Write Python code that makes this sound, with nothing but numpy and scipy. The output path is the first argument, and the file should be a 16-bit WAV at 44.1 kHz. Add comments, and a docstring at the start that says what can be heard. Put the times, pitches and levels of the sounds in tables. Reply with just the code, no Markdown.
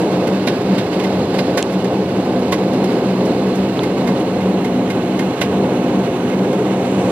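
"""A throbbing propeller drone over a deep rumble: a twin turboprop taxiing, heard from the back of its cockpit.
The blades drone through the hull and their wash shakes it; vents hiss, turbines and fans whine faintly.
Bumps in the taxiway shake a loose panel, which clacks a little lower when hit hard,
and a few dry ticks snap close to the microphone."""
import sys
import numpy as np
from scipy import signal
from scipy.fft import rfft, irfft, next_fast_len
from scipy.io import wavfile
from scipy.ndimage import uniform_filter1d

SR = 44100
rng = np.random.default_rng(int(sys.argv[2]) if len(sys.argv) > 2 else 0)


def transcribe(signal):
    """Save signal, clipped to [-1, 1], as a 16-bit WAV file at the path in sys.argv[1]."""
    frames = np.atleast_2d(signal).T
    limited = np.clip(frames, -1, 1)
    pcm = np.round(limited * 32767).astype(np.int16)
    wavfile.write(sys.argv[1], SR, pcm)


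N = 313551
T = np.arange(N) / SR
SIZE = next_fast_len(N, real=True)
HZ = np.maximum(np.arange(SIZE // 2 + 1) * SR / SIZE, 1)


def undb(db):
    """Decibels to gain."""
    return 10 ** (np.asarray(db) / 20)


def unit(x):
    """Scale to rms 1."""
    return x / np.sqrt(np.mean(np.abs(x) ** 2))


def curve(table, column=1):
    """Automation lane: one column of (time [s], ...) rows at every sample."""
    rows = np.array(table)
    return np.interp(T, rows[:, 0], rows[:, column])


def colour(points):
    """EQ curve: gain at every frequency from (frequency [Hz], level [dB]) points."""
    hz, db = np.transpose(points)
    return undb(np.interp(np.log(HZ), np.log(hz), db))


def bell(hz, width_hz):
    """Gain of a resonance with steep skirts, 1 at its centre."""
    return 1 / (1 + (2 * (HZ - hz) / width_hz) ** 4)


def shape(x, gain):
    """Filter by a gain at every frequency."""
    return irfft(rfft(x, SIZE) * gain, SIZE)[..., :N]


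def walk(rate):
    """Smooth random drift of rms 1 that moves up to about rate times a second."""
    count = int(4 * rate * N / SR) + 8
    steps = np.convolve(rng.standard_normal(count), np.hanning(7)[1:-1] ** 4, "same")
    return unit(np.interp(T, np.arange(count) / (4 * rate), steps))


def swell(x, db):
    """Even out a noise's slow swells and ride it with a dB curve; the mean level stays."""
    power = uniform_filter1d(np.mean(x ** 2, axis=0), size=SR // 8)
    return x * np.sqrt(power.mean() / power) * unit(undb(db))


def shudder(age, t60_s, rise_s=.003):
    """Envelope of a burst of contacts that builds up to age 0 and dies away."""
    return np.exp(-np.log(1000) * np.maximum(age, 0) / t60_s) * (1 + np.tanh(age / rise_s + 1)) / 2


def cabin_noise(density):
    """Noise of a given spectrum at both microphone ports: alike in the bass, wider in the treble."""
    # sound that differs between the ports against sound they share: (frequency [Hz], ratio [dB])
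    diffuse = [(25, -1), (45, -8), (65, -15), (100, -29), (200, -34), (260, -32), (330, -26), (420, -23),
               (520, -16.5), (750, -7), (1200, 0), (2500, 0), (5000, .5), (8000, .5), (12000, 5)]
    real, imag = rng.standard_normal((2, 2, len(HZ)))
    shared, own = (real + 1j * imag) * density * np.sqrt(SR * SIZE) / 2
    apart = colour(diffuse)
    left = (shared + apart * own) / np.hypot(1, apart)
    return irfft(np.array([left, shared]), SIZE)[:, :N]


def standing_waves(ripple_db=1.2, spacing_hz=35):
    """Gain of the many fine peaks and dips that the cabin's walls put on a sound."""
    count = int(SR / 2 / spacing_hz) + 2
    return unit(undb(ripple_db * np.interp(HZ, np.arange(count) * spacing_hz, rng.standard_normal(count))))


def fans():
    """Cooling fans whistle faintly: thin, unsteady tones of narrow-band noise."""
    # fan whistles: (pitch [Hz], level [dB], width [Hz])
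    whistles = [(10119, -67, 100), (14260, -64, 190)]
    return cabin_noise(sum(undb(db) * bell(hz, width) / np.sqrt(width) for hz, db, width in whistles))


def turbines(gain_db=4.7, wander_hz=.8, waver_db=1.5):
    """Each engine's gears sing a thin, wandering tone with a sideband on either side."""
    # gear whine of engines 1 and 2: (time [s], pitch 1 [Hz], pitch 2 [Hz], fader 1 [dB], fader 2 [dB])
    whine = [(0, 4150, 4122, -55, -60), (.9, 4152, 4120, -60, -59), (1.4, 4160, 4124, -54, -64),
             (2.2, 4166, 4133, -61, -59), (3, 4169, 4140, -62, -54), (3.7, 4169, 4139, -60, -50),
             (4.3, 4160, 4138, -56, -54), (4.8, 4156, 4138, -63, -55.5), (5.3, 4155, 4136, -58, -54),
             (6.2, 4152, 4137, -65, -61), (7.11, 4150, 4137, -66, -68)]
    # the tone and the sidebands from its shaft's turning: (offset [Hz], gain 1 [dB], gain 2 [dB])
    sidebands = [(-66, -1, -16), (0, 0, 0), (66, -3, -5)]
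    out = 0
    for engine in range(2):
        hz = curve(whine, column=1 + engine) + wander_hz * walk(4)
        level_db = curve(whine, column=3 + engine) + gain_db
        for offset_hz, *side_db in sidebands:
            gain = undb(level_db + side_db[engine] + waver_db * walk(3))
            out = out + gain * np.sqrt(2) * np.sin(2 * np.pi * np.cumsum(hz + offset_hz) / SR)
    return out


def vents(flutter_db=0.84):
    """Slightly fluttering air hiss, coloured by its ducts, with two jets and a thin whistle at an edge."""
    # tone of the hiss: (frequency [Hz], density [dB per Hz])
    hiss_eq = [(300, -78.5), (900, -62.5), (1450, -62), (1750, -65.5), (2150, -64), (2900, -64.5),
               (3300, -68.5), (4200, -71), (5000, -79), (6000, -78.5), (8000, -81.5), (10200, -86.5),
               (12000, -90.5), (15000, -93.5)]
    # slow ride of the hiss: (time [s], gain [dB])
    hiss_ride = [(0, 0.5), (1.5, 0), (2.1, -1), (3, 0.5), (4.7, -0.5), (5.8, 0.5), (6.6, 0.2), (7.11, 1.2)]
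    # duct resonances and the hollows between them: (centre [Hz], width [Hz], gain [dB])
    ducts = [(1280, 90, 1.5), (1405, 90, -2.5), (1515, 70, 2), (1890, 120, -0.8), (2170, 70, 1.8),
             (2360, 150, -1.6), (2520, 120, 0.8), (2900, 80, 1), (3200, 60, -1.2), (3330, 80, -1.2),
             (12400, 400, 1.5)]
    # air jets, louder or softer as the microphone turns: (time [s], low jet [dB], high jet [dB])
    jets = [(0, -39.5, -44), (.7, -37.5, -73), (1.4, -37, -62), (2.1, -41.5, -60), (2.9, -38.5, -58),
            (4.2, -42, -55), (4.6, -53, -57), (6.3, -64, -56), (7.1, -49, -42)]
    # ride of the whistle: (time [s], level [dB])
    whistle_ride = [(0, -53), (1.3, -50), (2, -60), (7.11, -68)]
    ripple = standing_waves()
    duct_gain = undb(sum(db * bell(hz, width) for hz, width, db in ducts))
    hiss = cabin_noise(colour(hiss_eq) * duct_gain * ripple) * undb(curve(hiss_ride))
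    low_jet = unit(cabin_noise(bell(hz=4230, width_hz=2050) * ripple)) * undb(curve(jets, column=1))
    high_jet = unit(cabin_noise(bell(hz=7400, width_hz=4700) * ripple)) * undb(curve(jets, column=2))
    whistle = unit(cabin_noise(bell(hz=2783, width_hz=45))) * undb(curve(whistle_ride))
    return (hiss + low_jet + high_jet + whistle) * undb(flutter_db * walk(25))


def ticks():
    """Tiny dry snaps, each only a few cycles long, a touch to the right."""
    # snaps: (time [s], pitch [Hz], level [dB], half-length [s])
    snaps = [(1.6272, 7040, -3.5, 0.00012), (1.6279, 3150, -8, 0.00031), (1.628, 6500, -27, 0.0003),
             (2.061, 3020, -22, 0.00033), (3.7930, 3500, -10.5, 0.0005), (3.7933, 1300, -18, .0009)]
    out = sum(undb(db) * np.exp(-((T - s) / half_s) ** 2) * np.sin(2 * np.pi * hz * (T - s))
              for s, hz, db, half_s in snaps)
    return out * undb([[-1.5], [0]])


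def panel_ring(age, decay_age, jolt_db, focus_hz, focus_db=7, clack_hz=2125, sag_hz=430, detune=.002):
    """The panel's modes ring on; the harder the jolt, the lower its main clack sags."""
    # panel modes: (pitch [Hz], relative level [dB], t60 [s])
    panel = [(995, -2, .09), (1090, .5, .1), (1475, -.5, .09), (1560, -2, .08), (1850, -3.5, .09),
             (2190, -6, .08), (2470, -7, .09), (2715, -5, .09), (2850, -5.5, .08), (3190, -2.5, .075),
             (3540, -3.5, .08), (3650, -3.5, .08), (3770, -4.5, .08), (4050, -4, .08), (4200, -5.5, .07),
             (4470, -8, .07), (4860, -8, .08), (5130, -11, .08)]
    modes = panel + [(clack_hz - sag_hz * undb(jolt_db), 1, .1)]
    ring = 0
    for (hz, db, t60), (scatter, phase) in zip(modes, rng.standard_normal((len(modes), 2))):
        # the place of contact favours the modes around one pitch
        away = min(2 * abs(np.log2(hz / focus_hz)), 1)
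        swing = np.sin(2 * np.pi * (hz * (1 + detune * scatter) * age + phase))
        ring = ring + undb(db - focus_db * away) * shudder(decay_age, t60) * swing
    return ring


def loose_panel(body_lag_s=0.0023, clatter_db=-3, edge_db=1, ring_db=-2.5):
    """Each bump sets off a chatter: its sharp edge cracks first, the frame knocks and the panel rings."""
    # taxiway jolts: (time [s], gain [dB], edge send [dB], ring send [dB], favoured pitch [Hz])
    jolts = [(.274, -25, -1, -1, 2100), (0.474, -15, -5.5, 1, 4070), (0.783, -23.5, -3, 2.5, 3700),
             (.998, -21.5, -8, -9, 2600), (1.040, -23.5, -4, -2, 2050), (1.344, -23.5, -6, -6, 4800),
             (1.388, -20, -4, 5.5, 4950), (1.576, -15, -0.5, 2, 1670), (1.726, -42, 12, -6, 2100),
             (1.845, -26.5, -4, -3, 2100), (2.395, -34, 2, -4, 2100), (2.524, -14.5, -3, 0.5, 1040),
             (2.735, -37, 5, -4, 2100), (2.842, -29, 2.5, -1, 2100), (3.254, -34, 5, -2, 2100),
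             (3.438, -46, 7, -2, 2100), (3.554, -39, 11, 1, 2100), (3.835, -32, 6, 10, 2100),
             (4.075, -28, 1.5, 6, 2120), (4.199, -37, 6, 0, 2100), (4.405, -33, -3, 6, 2100),
             (4.646, -29, 2, 5.5, 2100), (4.903, -28, 3.5, 6, 2140), (5.193, -27.5, 4, 7, 2140),
             (5.415, -14.5, -2.5, 1, 2600), (6.173, -46, 7, -1, 2100), (6.327, -42, -2, 12, 2100),
             (6.530, -31, -1, 3, 2120)]
    # tone of the chatter: (frequency [Hz], relative level [dB])
    chatter_eq = [(400, -24), (1000, -3.5), (1300, -13), (1550, 1), (2800, -1.5), (4300, -6.5),
                  (5500, -6.5), (8000, -13.5), (10000, -15), (13000, -21), (15500, -27)]
    # woody modes of the frame behind the panel: (pitch [Hz], relative level [dB], t60 [s])
    frame = [(578, -1, .09), (695, -6, .07), (800, -8, .06)]
    chatter = unit(cabin_noise(colour(chatter_eq)) * undb(2 * walk(540)))
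    body = shape(chatter, 1 / (1 + (HZ / 5000) ** 4))
    edge = chatter - body
    out = np.zeros((2, N))
    for s, db, edge_send_db, ring_send_db, focus_hz in jolts:
        span = slice(int(s * SR) - SR // 50, int(s * SR) + SR // 6)
        age = T[span] - s
        body_age = age - body_lag_s
        ring = undb(ring_send_db + ring_db) * panel_ring(age, body_age, db, focus_hz)
        knock = sum(undb(mode_db) * shudder(body_age, t60) * np.sin(2 * np.pi * (hz * age + rng.random()))
                    for hz, mode_db, t60 in frame)
        favoured = signal.lfilter(*signal.iirpeak(focus_hz, Q=2, fs=SR), body[:, span])
        clatter = undb(clatter_db) * (body[:, span] + .5 * favoured) * shudder(body_age, t60_s=0.14)
        crack = undb(edge_send_db + edge_db) * edge[:, span] * shudder(age, t60_s=0.11)
        out[:, span] += undb(db) * (clatter + crack + knock + ring)
    return out


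def wash(gust_db=0.5, gust_per_s=8, roll_db=3, roll_per_s=4.5, wheels_below_hz=112):
    """Gusty propeller wash and rolling wheels shake the hull, which rings the cabin's air."""
    # tone of the rumble through the hull: (frequency [Hz], density [dB per Hz])
    rumble_eq = [(20, -92), (48, -97), (68, -74), (88, -52), (125, -51), (215, -44), (280, -47.5),
                 (400, -44.5), (540, -47.5), (640, -52.5), (850, -54), (1080, -60.5), (1300, -72),
                 (3000, -81.5)]
    # cabin resonances and the hollows between them: (centre [Hz], width [Hz], gain [dB])
    cabin = [(178, 16, 4.5), (215, 22, -2.5), (296, 20, 6), (317, 20, 5.5), (372, 38, 3), (426, 22, 3),
             (466, 18, -2), (516, 50, 3.3), (645, 30, -1.5), (698, 48, 4.5), (750, 40, 1.5),
             (1090, 70, 1.5)]
    # slow ride of the wash on the hull: (time [s], relative level [dB])
    wash_ride = [(0.0, -15.5), (0.14, -18), (0.28, -16.5), (0.42, -19.5), (0.53, -16), (0.65, -20.5),
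                 (0.72, -17), (0.88, -20.5), (1.02, -17.0), (1.28, -18.5), (1.48, -17), (1.72, -20.5),
                 (1.92, -18), (2.08, -20.0), (2.2, -18.5), (2.88, -17.5), (2.98, -17), (3.12, -19),
                 (3.24, -16.5), (3.6, -19.5), (3.88, -18.5), (4.22, -18), (4.32, -19.5), (4.5, -18),
                 (4.75, -21), (4.82, -16.5), (4.9, -22), (4.97, -18.5), (5.06, -20.5), (5.2, -19.0),
                 (5.38, -21.5), (5.6, -16.5), (5.84, -19), (5.92, -16), (6.04, -18.5), (6.26, -20),
                 (6.52, -16.5), (6.9, -19.5), (7.1, -16)]
    cabin_gain = undb(sum(db * bell(hz, width) for hz, width, db in cabin))
    rumble = cabin_noise(colour(rumble_eq) * cabin_gain / (1 + (HZ / 5000) ** 4))
    wheels = shape(rumble, 1 / (1 + (HZ / wheels_below_hz) ** 16))
    air_db = curve(wash_ride) + gust_db * walk(gust_per_s)
    return swell(rumble - wheels, air_db) + swell(wheels, roll_db * walk(roll_per_s))


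def blade_tone(hz, rough, gust_rate):
    """One blade harmonic, scattered in size and phase by gusty inflow, then levelled over 1/12 s."""
    load = 1 + rough * (walk(gust_rate) + 1j * walk(gust_rate)) / np.sqrt(2)
    load = load / np.sqrt(uniform_filter1d(np.abs(load) ** 2, size=SR // 12))
    return np.sqrt(2) * np.real(load * np.exp(2j * np.pi * hz * T))


def propellers(blade_hz=64.1, third_db=-1, fourth_db=1, waver_db=1.3, waver_per_s=13):
    """Blade harmonics; the third and fourth meet cabin resonances and waver, the third throbs loudest."""
    # steadier blade harmonics: (multiple, level [dB], roughness)
    harmonics = [(1, -53, 1.0), (2, -34, 0.55), (5, -42.5, 0.89), (6, -43, 2.2)]
    # the drone on the third harmonic swells and sinks: (time [s], fader [dB])
    drone_ride = [(0.0, -49), (0.15, -14.5), (0.24, -26), (0.35, -17), (0.5, -38), (0.74, -12), (0.88, -42),
                  (0.96, -22), (1.22, -18.5), (1.3, -39), (1.38, -17.5), (1.64, -28), (1.7, -18.5),
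                  (1.94, -20), (2.1, -24), (2.3, -26.5), (2.36, -19), (2.5, -32), (2.56, -23), (2.9, -17.5),
                  (3.02, -33), (3.08, -15.5), (3.38, -28), (3.46, -20), (3.6, -14.5), (3.72, -26),
                  (4.12, -19.5), (4.2, -36), (4.5, -16), (4.66, -23.5), (4.84, -22), (4.98, -29),
                  (5.08, -21), (5.3, -17), (5.36, -44), (5.42, -22.5), (5.6, -20.5), (5.9, -25.5),
                  (5.96, -15), (6.22, -46), (6.28, -23.0), (6.4, -16.5), (6.54, -24), (6.7, -18),
                  (6.88, -22.5), (6.96, -15), (7.1, -31)]
    # ride of the overtone on the fourth: (time [s], fader [dB])
    overtone_ride = [(0.0, -32), (0.14, -26.5), (1.26, -36), (1.44, -21.5), (1.54, -37), (2.44, -23.5),
                     (2.56, -40), (2.72, -23.5), (3.14, -27), (3.58, -23.5), (3.8, -30), (4.04, -25),
                     (4.5, -31.5), (4.7, -21.5), (5.02, -27), (5.42, -32), (5.82, -20), (5.96, -29),
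                     (6.42, -23.5), (6.68, -33), (6.9, -21.5), (7.1, -28)]
    hum = sum(undb(db) * blade_tone(k * blade_hz, rough, gust_rate=3.5) for k, db, rough in harmonics)
    # the resonances lie just under the harmonics and pull their pitch down a little
    third = blade_tone(3 * blade_hz - 1.1, rough=1.8, gust_rate=6)
    fourth = blade_tone(4 * blade_hz - 4, rough=2.5, gust_rate=10)
    third *= undb(curve(drone_ride) + third_db + waver_db * walk(waver_per_s))
    fourth *= undb(curve(overtone_ride) + fourth_db + waver_db * walk(waver_per_s))
    return hum + third + fourth


def scene(port_lag_s=7.3e-5, alike_below_hz=560):
    """The cabin reaches the left port later and duller than the right; the ticks are close to both."""
    # shading of the left port: (frequency [Hz], gain [dB])
    left_shade = [(750, -0.6), (1050, -2), (1300, -6.5), (2100, -8.5), (3000, -11.5), (4500, -12.5),
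                  (5700, -7), (6400, -3), (8500, -1), (12000, -3), (15000, -8)]
    left, right = propellers() + wash() + turbines() + vents() + fans() + loose_panel()
    # the bass fills the small cabin evenly and reaches both ports alike
    shade = colour([(450, 0)] + left_shade)
    lag_s = port_lag_s / (1 + (alike_below_hz / HZ) ** 4)
    left = shape(left, shade * np.exp(-2j * np.pi * HZ * lag_s))
    return np.array([left, right]) + ticks()


def record(dry, notch_hz=9080, notch_width_hz=400, notch_db=-24, top_hz=15300):
    """The microphone has a narrow treble notch; the top is cut steeply."""
    heard = shape(dry, undb(notch_db * bell(notch_hz, notch_width_hz)))
    return signal.sosfilt(signal.ellip(10, .2, 80, top_hz, fs=SR, output="sos"), heard)


dry = scene()
out = record(dry)
transcribe(out)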